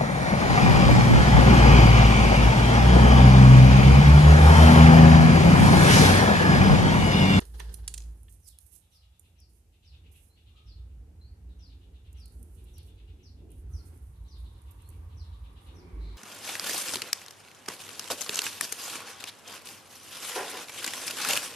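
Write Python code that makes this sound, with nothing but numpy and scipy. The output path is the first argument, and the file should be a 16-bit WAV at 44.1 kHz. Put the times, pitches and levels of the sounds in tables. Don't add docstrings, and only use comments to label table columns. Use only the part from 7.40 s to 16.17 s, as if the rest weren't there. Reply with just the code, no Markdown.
import sys
import numpy as np
from scipy import signal
from scipy.fft import rfft, irfft
from scipy.io import wavfile
from scipy.ndimage import uniform_filter1d

SR = 44100
rng = np.random.default_rng(int(sys.argv[2]) if len(sys.argv) > 2 else 0)


def wav_out(sig):
    wavfile.write(sys.argv[1], SR, np.round(np.clip(np.atleast_2d(sig).T, -1, 1) * 32767).astype(np.int16))


N = 386757
TIME = np.arange(N) / SR

# (time [s], treble peak [dB], body against treble [dB])
CLICKS = [(0.002, -32, -7), (0.012, -37.5, 8), (0.053, -37.5, -2), (0.198, -35, -1), (0.2025, -42.5, 11.5),
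          (0.3401, -29.5, -8.5), (0.343, -26.5, -3.5), (0.604, -44.5, 12.5), (0.621, -48.5, 13),
          (0.638, -51, 10), (0.832, -43.5, -22), (0.9014, -54, -31), (0.925, -39.5, -17),
          (1.187, -35.5, -6), (1.795, -40, -28.5), (2.0016, -46, -8), (4.729, -48.5, -15),
          (4.857, -41.5, -10), (4.88, -49, -20), (5.0282, -39, -24), (5.148, -50, -18), (5.381, -39, -24),
          (5.431, -51.5, -20), (6.104, -53, -20), (6.117, -43.5, -33), (7.2185, -48, -24), (7.42, -50, -20),
          (7.477, -54, -22), (7.489, -39.5, -30), (7.501, -47, -24)]
# (time [s], level [dB], ring against crack [dB])
SNAPS = [(0.4781, -29.5, -4), (0.54, -36, -1.5), (0.578, -38.5, -3)]
# (time [s], length [s], level [dB], brightest frequency [Hz])
SCUFFS = [(1.071, 0.023, -53, 9300), (1.256, 0.028, -63, 10900), (1.33, .018, -59, 10800),
          (1.347, 0.028, -58, 10300), (2.74, 0.074, -70, 10300), (5.233, 0.029, -70, 10600),
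          (7.307, 0.017, -61, 11600)]
# (time [s], peak [dB], low cut [Hz])
TAPS = [(0.196, -40.5, 300), (0.2019, -29.5, 400), (0.883, -51, 2120)]
# (frequency [Hz], level [dB], t60 [s])
FRAME_MODES = [(1793, -12, 0.037), (2250, -9, .028), (2590, -5.5, 0.052), (2880, -7.5, 0.037),
               (3250, -7.5, .036), (4156, -8.5, 0.049), (5120, -1, 0.023), (6030, -5, 0.0462),
               (6550, -4.5, 0.031), (6980, 0.5, 0.018), (7630, -8.5, 0.0285), (8800, 6, 0.0205),
               (9400, 5, 0.0341), (10270, 6, .024), (11200, -5, 0.0192)]
# (frequency [Hz], level [dB])
TAP_COLOUR = [(400, 9), (620, -46), (900, 5.5), (1300, -4.5), (1750, -4.5), (2400, -6.5), (2900, 0),
              (3400, -2), (4400, -16), (6000, -32.5)]
CONTACT_PAN_DB = -26.5

# (time [s], length [s], level [dB])
STROKES = [(0.0, 0.34, -68), (0.324, 0.052, -63), (0.55, 0.4, -72.5), (0.89, 0.043, -67.5),
           (.99, 0.12, -69), (1.2, .12, -65.5), (1.07, 0.0082, -78), (1.315, 0.052, -62.5),
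           (1.5, 0.059, -74), (1.8, 0.027, -70), (2.09, 0.083, -70.5), (2.71, 0.12, -68),
           (4.74, 0.74, -71.5), (6.104, 0.066, -68.5), (6.28, 0.3, -72), (6.45, 0.08, -73),
           (6.62, 0.021, -75.5), (6.98, 0.032, -75), (7.21, 0.33, -79.5), (8.21, 0.045, -75.5)]
# (time [s], length [s], level [dB])
DRAGS = [(0.0, 0.0022, -56), (0.136, 0.11, -60), (0.29, 0.16, -67.5)]
# (frequency [Hz], level [dB])
RUB_COLOUR = [(1500, -2), (3000, -9.5), (5000, -11), (7000, -9.5), (9300, 1), (11000, -1), (14000, -8.5)]
# (frequency [Hz], level [dB])
DRAG_COLOUR = [(160, 8.5), (250, 1), (420, 16.5), (600, -1.5), (850, 6), (1300, -0.5), (1750, 4),
               (2350, -8.5), (2950, -0.5), (4400, -0.5), (7000, -8), (12000, -19.5)]
STROKE_ATTACK_SHARE, STROKE_RELEASE_S = 0.098, 0.055
GRIP_S, GRIP_SWELL_S, GRIP_DB = 6.55, 0.19, -79

# (time [s], starting frequency [Hz], final frequency [Hz], length [s], level [dB])
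CHIRPS = [(1.025, 6190, 2880, 0.115, -63.5), (1.514, 6180, 4010, 0.079, -64.5),
          (1.976, 6120, 4290, 0.065, -63), (2.441, 6200, 3620, 0.071, -63.5),
          (3.257, 5800, 3850, 0.081, -61), (4.188, 6090, 3740, 0.11, -61.5),
          (4.764, 6130, 3750, 0.11, -61.5), (5.329, 6430, 3970, 0.071, -61.5),
          (5.823, 6390, 3700, .072, -60.5), (6.316, 6580, 4040, 0.087, -59.5),
          (6.876, 6320, 3460, 0.085, -60), (7.763, 6300, 3940, 0.056, -59), (8.34, 6520, 4100, 0.078, -64)]
# (time [s], level [dB])
PEEPS = [(2.887, -76.5), (3.797, -69), (7.419, -75)]
PEEP_START_HZ, PEEP_END_HZ, PEEP_S = 3830, 4544, .09
# (time [s], level [dB], lower resonance against upper [dB])
SCOLDS = [(1.306, -79, -2), (1.405, -77, -4), (1.505, -72.5, -6), (1.61, -71.5, -5), (1.713, -76.5, -4.5),
          (1.825, -74, -0.5), (1.949, -80, 4.5), (2.315, -77.5, 0.5), (2.419, -69.5, -3),
          (2.511, -67, -2.5), (2.633, -72, 3.5), (2.732, -72.5, 4), (2.956, -71.5, -0.5),
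          (3.053, -69, -2.5), (3.152, -66, -4), (3.253, -71, -4), (3.355, -73.5, -7), (3.482, -85.5, 4),
          (4.082, -73.5, -16), (4.18, -72.5, -5), (4.284, -69.5, -4), (4.402, -72.5, -1.5),
          (4.527, -71.5, -2.5), (4.638, -72, 0), (4.74, -70, 0.5), (5.161, -74, -2), (5.252, -70.5, -2),
          (5.354, -66.5, -4), (5.462, -70, -3), (5.565, -70.5, 0), (5.668, -72, 0.5), (5.78, -75, 2),
          (5.865, -83, -9), (5.962, -77, -1.5), (6.082, -77, 2), (6.731, -78, -16), (6.843, -70, -19),
          (6.94, -68.5, -11), (7.034, -66.5, -15), (7.138, -71.5, -11), (7.253, -71, -2),
          (7.377, -71.5, -1), (7.499, -76, 4), (7.69, -73, -1.5), (7.813, -67, -11), (7.909, -67.5, -10),
          (8.027, -68.5, -1.5), (8.152, -66, -3.5), (8.254, -64, -3)]
SCOLD_HZ, SCOLD_SAG_HZ_PER_DB = 3415, 22
RASP_S, RASP_LENGTH_S, RASP_HZ, RASP_DB = 8.59, 0.17, 3916, -63.5
# (time [s], starting frequency [Hz], held frequency [Hz], length [s], level [dB])
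FAR_CALLS = [(1.417, 1150, 1261, 0.72, -92), (3.084, 1100, 1295, 0.39, -79.5),
             (4.693, 1120, 1374, 0.67, -86), (6.253, 1150, 1383, 0.47, -79)]

# (time [s], low rumble [dB], road roar [dB], tyres [dB])
RUMBLE_AND_ROAD = [(0.0, -56, -66.5, -75.5), (.6, -54, -66, -68.5), (.95, -59, -75, -80.5),
                   (1.07, -62.5, -75.5, -80), (1.47, -68.5, -79, -81), (1.75, -63.5, -78, -80.5),
                   (2.42, -62.5, -72.5, -83), (2.56, -53.5, -68, -75.5), (2.96, -63.5, -73, -79.5),
                   (3.4, -51.5, -70, -76), (4.4, -56, -65.5, -75.5), (5.35, -51, -63.5, -74),
                   (5.6, -54.5, -64, -74.5), (6.1, -54, -62, -77), (6.32, -44, -62.5, -71.5),
                   (6.53, -48.5, -58, -68.5), (6.7, -50.5, -67.5, -74.5), (7.25, -50.5, -67, -70),
                   (7.8, -47, -64.5, -68), (8.15, -52, -66, -68), (8.35, -52, -60.5, -64.5),
                   (8.65, -50, -55, -63.5)]
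# (time [s], length [s], mean firing rate [Hz], level [dB])
ENGINES = [(0.0, 0.69, 55.94, -42.5), (3.271, 1.88, 60.75, -49.5), (6.727, 0.34, 57.38, -44.5),
           (8.527, 0.14, 52.84, -39)]
ENGINE_ATTACK_S, ENGINE_RELEASE_S = 0.022, 0.17
# (frequency [Hz], level [dB])
ROAR_COLOUR = [(120, -23), (148, -3), (170, 3), (203, -7.5), (237, 0), (272, -4.5), (338, -2), (385, -7),
               (446, -5.5), (520, -14), (620, -19), (800, -21.5)]
# (frequency [Hz], level [dB])
TYRE_COLOUR = [(530, 5), (620, -6.5), (750, 3.5), (900, 2.5), (1080, -2), (1280, -2), (1650, -3.5),
               (2150, -6), (2700, -9), (3600, -11), (6000, -18)]
GROWL_HZ = 56.86
# (time [s], length [s], starting frequency [Hz], final frequency [Hz], level [dB])
REVS = [(3.847, 0.32, 170, 174.7, -67), (4.219, 0.29, 270, 280.6, -67.5), (5.095, 0.23, 388.6, 351.4, -67),
        (5.573, 0.26, 330, 373, -66), (5.655, 0.48, 224, 236, -66.5), (5.923, 0.42, 306.7, 337, -67),
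        (6.425, 0.123, 273.3, 294.5, -62.5), (8.272, 0.13, 214, 248.7, -62), (8.353, 0.44, 348, 387.6, -62)]
REV_ATTACK_S, REV_RELEASE_S = 0.069, 0.046
# (time [s], centre frequency [Hz], level [dB], octave against centre [dB])
TREAD_WHINE = [(6.3, 1091, -87, -14), (7.0, 1101, -71.5, -15), (8.25, 1139, -68, -29),
               (8.45, 1133, -68, -1), (8.77, 1103, -64.5, -2.5)]

# (frequency [Hz], level [dB])
RUMBLE_COLOUR = [(45, -11.5), (56, -21.5), (70, -5.5), (82, -2.5), (98, -11), (120, -19), (145, -24)]
BOOM_HZ, BOOM_WIDTH_HZ = 57.95, 16
# (frequency [Hz], level [dB])
HUM_COLOUR = [(130, -12), (168, 12.5), (215, -6), (430, -12), (540, -8), (680, -6)]
# (frequency [Hz], level [dB])
HISS_COLOUR = [(880, -50), (1500, -12.5), (2550, -1), (2970, -2), (3330, -6), (3880, -6), (7120, -3.5),
               (9830, -2.5), (13600, -6.5), (14500, -8.5)]
HUM_DB, HISS_DB = -79.5, -78.5
TOP_HZ = 14300


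def undb(db):
    return 10 ** (np.asarray(db) / 20)


def unit(x):
    return x / np.sqrt(np.mean(x ** 2) + 1e-20)


def curves(table):
    s, *columns = np.transpose(table)
    return [np.interp(TIME, s, c) for c in columns]


def colour(x, points):
    hz, db = np.transpose(points)
    size = x.shape[-1]
    log_hz = np.log(np.maximum(np.fft.rfftfreq(size, 1 / SR), 1))
    beyond = np.maximum(np.log(hz[0]) - log_hz, 0) + np.maximum(log_hz - np.log(hz[-1]), 0)
    gain = undb(np.interp(log_hz, np.log(hz), db) - 40 * beyond)
    return unit(irfft(rfft(x) * gain, size))


def resonate(x, hz, width_hz):
    return signal.lfilter(*signal.iirpeak(hz, hz / width_hz, fs=SR), x)


def walk(rate_hz, size=N):
    k = max(int(SR / rate_hz), 1)
    steps = np.repeat(rng.standard_normal(size // k + 1), k)
    return uniform_filter1d(steps, k)[:size]


def band(phase, width_hz):
    return walk(width_hz) * np.sin(phase) + walk(width_hz) * np.cos(phase)


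def pan(db):
    gains = undb(np.array([[db], [-db]]) / 2)
    return gains / gains.mean()


def air(likeness):
    c = np.clip(likeness, 0, 1)
    return np.sqrt(c) * rng.standard_normal(N) + np.sqrt(1 - c) * rng.standard_normal((2, N))


def add(out, s, sound):
    i = max(int(s * SR), 0)
    out[..., i:i + sound.shape[-1]] += sound[..., :N - i]


def gesture(s, length_s, attack_s, release_s):
    attack = np.clip((TIME - s) / attack_s, 0, 1)
    return attack * np.exp(-np.clip((TIME - s - length_s) / release_s, 0, 30))


def split(sound, hz=6200):
    filters = [signal.butter(7, hz, kind, fs=SR, output="sos") for kind in ("low", "high")]
    return [signal.sosfilt(sos, sound) for sos in filters]


def room(x, t60_s, likeness):
    t = TIME[:SR // 2]
    tail = air(likeness)[:, :len(t)] * undb(-60 * t / t60_s) * np.clip(t / .006, 0, 1)
    tail /= np.sqrt(np.sum(tail ** 2, axis=1, keepdims=True))
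    return signal.fftconvolve(x[None], tail, axes=1)[:, :N]


def plastic(treble_db=-2, body_gain_db=-4.5, tap_db=0, room_db=-10):
    out = np.zeros((2, N))
    for s, db, body_db in CLICKS:
        body, treble = click(body_db)
        sound = undb(body_gain_db) * body + undb(treble_db) * pan(CONTACT_PAN_DB) * treble
        add(out, s, undb(db) * sound)
    for s, db, ring_db in SNAPS:
        add(out, s, undb(db) * snap(ring_db))
    for s, length_s, db, hz in SCUFFS:
        add(out, s, undb(db) * pan(CONTACT_PAN_DB) * scuff(length_s, hz))
    for s, db, low_cut_hz in TAPS:
        add(out, s, undb(db + tap_db) * pan(-5.5) * tap(low_cut_hz))
    return out + undb(room_db) * pan(-3.5) * room(out.mean(0), t60_s=0.37, likeness=0.14)


def frame_ring(t, scatter_db, tilt_db=0):
    hz, db, t60_s = np.transpose(FRAME_MODES)[:, :, None]
    strength, detune, phase = rng.standard_normal((3, len(FRAME_MODES), 1))
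    tilt = tilt_db * np.log2(hz / hz.mean())
    size = undb(db + tilt + scatter_db * strength - 60 * t / t60_s)
    return np.sum(size * np.sin(2 * np.pi * (hz * (1 + 0.0036 * detune) * t + phase)), axis=0)


def click(body_db, crack_s=0.0021, crack_db=2, slip_db=6):
    t = TIME[:SR // 16]
    slips = np.exp(-t / crack_s) * undb(slip_db * walk(2250, size=len(t)))
    crack_colour = [(600, -37), (2500, -15), (6000, -8.5), (9700, 10.5), (14000, 2.5)]
    crack = colour(rng.standard_normal((2, len(t))) * slips, crack_colour)
    ring = unit(frame_ring(t, scatter_db=5.5, tilt_db=11.5))
    body, treble = split(ring + undb(crack_db) * crack)
    size = 1 / np.abs(treble).max()
    return size * undb(body_db) * unit(body) * np.std(treble), size * treble


def snap(ring_db, lag_s=0.00095, crack_s=0.0007, build_s=.0005, body_db=-1):
    t = TIME[:SR // 12]
    late = np.maximum(t - lag_s, 0)
    crack_colour = [(1500, -16.5), (3000, -4.5), (10000, 3.5), (14000, -6.5)]
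    crack = colour(rng.standard_normal((2, len(t))), crack_colour) * np.exp(-t / crack_s)
    buzz_colour = [(1000, -15.5), (2500, -1.5), (7000, 5.5), (10500, -0.5), (13000, -17)]
    buzz = colour(rng.standard_normal(len(t)), buzz_colour) * np.exp(-late / 0.0059)
    modes = frame_ring(late, scatter_db=3.0)
    ring = (modes / np.std(modes[:SR // 200]) + 2 * buzz) * (1 - np.exp(-late / build_s))
    ring = ring * np.exp(-late / .009)
    body, treble = split(2 * crack + undb(ring_db) * ring / np.std(ring[:SR // 200]))
    return undb(body_db) * body + pan(CONTACT_PAN_DB) * treble


def scuff(length_s, hz, width_hz=4200, slip_db=5):
    size = int(length_s * SR)
    slips = rng.standard_normal(size) * undb(slip_db * walk(900, size=size)) * np.hanning(size) ** .5
    return unit(resonate(resonate(slips, hz, width_hz), hz, 2 * width_hz))


def tap(low_cut_hz, decay_s=0.0061, ring_db=-1.0):
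    t = TIME[:SR // 10]
    knock = colour(rng.standard_normal((2, len(t))), TAP_COLOUR) * np.exp(-t / decay_s)
    hz, _, t60_s = FRAME_MODES[0]
    ring = undb(ring_db - 60 * t / t60_s) * np.sin(2 * np.pi * hz * t)
    sound = signal.sosfilt(signal.butter(4, low_cut_hz, "high", fs=SR, output="sos"), knock + ring)
    return sound / np.abs(sound).max()


def fingers(rub_db=-1.0, tick_db=-12, drag_db=4.5, pressure_db=3.5):
    grip = undb(GRIP_DB) * np.clip((TIME - GRIP_S) / GRIP_SWELL_S, 0, 1)
    effort = strokes(STROKES) * undb(pressure_db * walk(22)) + grip
    skin = undb(rub_db) * skin_grain()
    rub = (skin + undb(tick_db) * ticks()) * effort * pan(-30.0)
    pull = undb(drag_db) * strokes(DRAGS) * undb(3.9 * walk(69.5))
    drag = colour(crackle(catch_db=-29), DRAG_COLOUR) * pull * pan(-2)
    return rub + drag


def strokes(table):
    return sum(undb(db) * gesture(s, length_s, STROKE_ATTACK_SHARE * length_s, STROKE_RELEASE_S)
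               for s, length_s, db in table)


def skin_grain(count=14, width_hz=600, patchy_db=1.0, tint_db=2.5):
    grains = crackle()
    bands = sum(resonate(grains, hz, width_hz) * undb(patchy_db * walk(90) + tint_db * walk(12))
                for hz in np.linspace(6500, TOP_HZ, count))
    return colour(bands, RUB_COLOUR)


def crackle(catch_rate_hz=220, catch_db=-4, smear_s=0.0003):
    t = TIME[:SR // 100]
    rasp = rng.standard_normal(len(t)) * np.exp(-t / smear_s)
    catches = signal.fftconvolve(friction(catch_rate_hz, spread_db=11.5), rasp)[:N]
    return friction(rate_hz=2300, spread_db=-2.0) + 4.7 * air(0) + undb(catch_db) * unit(catches)


def friction(rate_hz, spread_db):
    grains = (rng.random(N) < rate_hz / SR) * rng.standard_normal(N)
    return unit(grains * undb(spread_db * np.minimum(rng.exponential(size=N), 4)))


def ticks(count=130, body_db=-18, scatter_db=3):
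    out = np.zeros(N)
    for when, size in rng.random((count, 2)):
        tick = sum(click(body_db))[0]
        add(out, when * N / SR, undb(scatter_db * (2 * size - 1)) * tick)
    return unit(out)


def birds(whistle_db=-3.0, chatter_db=1.5, direct_db=-6, room_db=0.5):
    song = np.zeros(N)
    for s, start_hz, end_hz, length_s, db in CHIRPS:
        add(song, s, undb(db + whistle_db) * whistle(start_hz, end_hz, length_s))
    for s, db in PEEPS:
        add(song, s, undb(db) * whistle(PEEP_START_HZ, PEEP_END_HZ, PEEP_S, bend=0.56, waver=0.071))
    for s, db, lower_db in SCOLDS:
        hz = SCOLD_HZ - SCOLD_SAG_HZ_PER_DB * lower_db
        add(song, s, undb(db + chatter_db) * scold(hz, lower_db))
    rasp = scold(RASP_HZ, lower_db=-23, length_s=RASP_LENGTH_S, lower_ratio=0.84, upper_width_hz=930)
    add(song, RASP_S, undb(RASP_DB) * rasp)
    for s, start_hz, held_hz, length_s, db in FAR_CALLS:
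        add(song, s, undb(db) * far_call(start_hz, held_hz, length_s))
    near = room(song, t60_s=0.018, likeness=0.13)
    walls = room(song, t60_s=0.34, likeness=0.033)
    return pan(2.3) * (undb(direct_db) * near + undb(room_db) * walls)


def whistle(start_hz, end_hz, length_s, bend=.8, waver=0.03, trill=0.016, trill_hz=310):
    u = np.arange(int(length_s * SR)) / (length_s * SR)
    depth = np.clip(start_hz / end_hz - .6, 0, 1)
    shake = waver * walk(1400, size=len(u)) + trill * np.sin(2 * np.pi * trill_hz * length_s * u)
    hz = (start_hz + (end_hz - start_hz) * u ** bend) * (1 + depth * shake)
    swell = np.interp(u, [0, .08, .35, .7, 1], [0.13, 0.53, 0.74, 0.57, 0.29])
    swell = swell * undb(4.3 * walk(250, size=len(u)))
    return unit(swell * np.sin(2 * np.pi * np.cumsum(hz) / SR))


def scold(hz, lower_db, length_s=0.042, pulse_hz=430, rough=.16, lower_ratio=0.81,
          upper_width_hz=860, lower_width_hz=900, overtone_db=-19):
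    u = np.arange(int(length_s * SR)) / (length_s * SR)
    cycles = np.cumsum(pulse_hz * (1 + rough * walk(600, size=len(u)))) / SR
    pulses = unit(np.diff(np.floor(cycles), prepend=0))
    throat = [(hz, upper_width_hz, 0), (hz * lower_ratio, lower_width_hz, lower_db),
              (hz * 1.9, 1800, overtone_db)]
    voice = 0
    for f, width_hz, db in throat:
        breath = pulses + rng.standard_normal(len(u))
        voice = voice + undb(db) * unit(resonate(resonate(breath, f, width_hz), f, width_hz))
    return voice * unit(np.sin(np.pi * u) ** 0.28)


def far_call(start_hz, held_hz, length_s, glide_s=0.058):
    t = TIME[:int(length_s * SR)]
    glide = held_hz + (start_hz - held_hz) * np.exp(-t / glide_s)
    hz = glide * (1 + 0.049 * walk(260, size=len(t)))
    swell = np.interp(t / length_s, [0, .2, .4, 1], [0.17, 1.0, 0.32, 0.15])
    return unit(swell * np.sin(2 * np.pi * np.cumsum(hz) / SR))


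def traffic(roar_gain_db=-1, tyre_gain_db=0.0, surge_db=3.5, growl_db=-7, drift=.025):
    _, roar_db, tyre_db = curves(RUMBLE_AND_ROAD)
    drone = sum(undb(db) * gesture(s, length_s, ENGINE_ATTACK_S, ENGINE_RELEASE_S) * engine(hz)
                for s, length_s, hz, db in ENGINES)
    cycles = np.cumsum(GROWL_HZ * (1 + drift * walk(3))) / SR
    growl = room(firings(cycles), t60_s=0.26, likeness=0.46)
    roar = colour(air(0.76) + undb(growl_db) * growl, ROAR_COLOUR)
    roar = roar * undb(roar_db + roar_gain_db + surge_db * walk(7.7))
    tyres = colour(air(0.027), TYRE_COLOUR) * undb(tyre_db + tyre_gain_db + .5 * walk(17))
    return pan(-1.486) * (drone + roar + tyres)


def engine(hz, wobble=0.01477, third_db=-24, growl_db=-26, throb_db=4.5):
    cycles = np.cumsum(hz * (1 + wobble * walk(25))) / SR
    note = np.sin(2 * np.pi * cycles) + undb(third_db) * np.sin(6 * np.pi * cycles)
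    drone = unit(note) * undb(throb_db * walk(22))
    return drone + undb(growl_db) * colour(firings(cycles), ROAR_COLOUR)


def firings(cycles, scatter_db=3):
    return unit(np.diff(np.floor(cycles), prepend=0) * undb(scatter_db * walk(60)))


def revs(waver=0.01532, width_hz=170, gas_db=3):
    out = np.zeros(N)
    for s, length_s, start_hz, end_hz, db in REVS:
        hz = np.interp(TIME, [s, s + length_s], [start_hz, end_hz]) * (1 + waver * walk(25))
        phase = 2 * np.pi * np.cumsum(hz) / SR
        exhaust = unit(np.sin(phase) + undb(gas_db) * band(phase, width_hz))
        out += undb(db) * exhaust * gesture(s, length_s, REV_ATTACK_S, REV_RELEASE_S)
    return pan(-2.1) * (undb(-4.5) * out + undb(-0.5) * room(out, t60_s=0.19, likeness=0.89))


def tread(width_hz=240, lower_ratio=0.84, lower_width_hz=110, lower_db=-2):
    hz, db, octave_db = curves(TREAD_WHINE)
    phase = 2 * np.pi * np.cumsum(hz) / SR
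    sides = []
    for _ in range(2):
        lower = undb(lower_db) * band(lower_ratio * phase, lower_width_hz)
        octave = undb(octave_db) * band(2 * phase, 2 * width_hz)
        sides.append(band(phase, width_hz) + lower + octave)
    return np.array(sides) * undb(db) * (TIME > TREAD_WHINE[0][0])


def rumble(boom_db=1.0, gain_db=1.0):
    level_db, _, _ = curves(RUMBLE_AND_ROAD)
    boom = resonate(rng.standard_normal(N), BOOM_HZ, BOOM_WIDTH_HZ)
    boom = unit(resonate(boom, BOOM_HZ, BOOM_WIDTH_HZ))
    low = undb(gain_db) * colour(air(1.0), RUMBLE_COLOUR) + undb(boom_db) * boom
    return pan(-1.486) * low * undb(level_db + 1.3 * walk(13))


def hum():
    return undb(HUM_DB) * colour(air(0.79), HUM_COLOUR)


def hiss(gain_db=1.7):
    return undb(HISS_DB + gain_db) * colour(air(0.026), HISS_COLOUR)


def scene():
    outside = birds() + traffic() + revs() + tread()
    return plastic() + fingers() + outside + rumble() + hum() + hiss()


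def record(dry):
    return signal.sosfilt(signal.ellip(10, .2, 70, TOP_HZ, fs=SR, output="sos"), dry)


dry = scene()
out = record(dry)
wav_out(out)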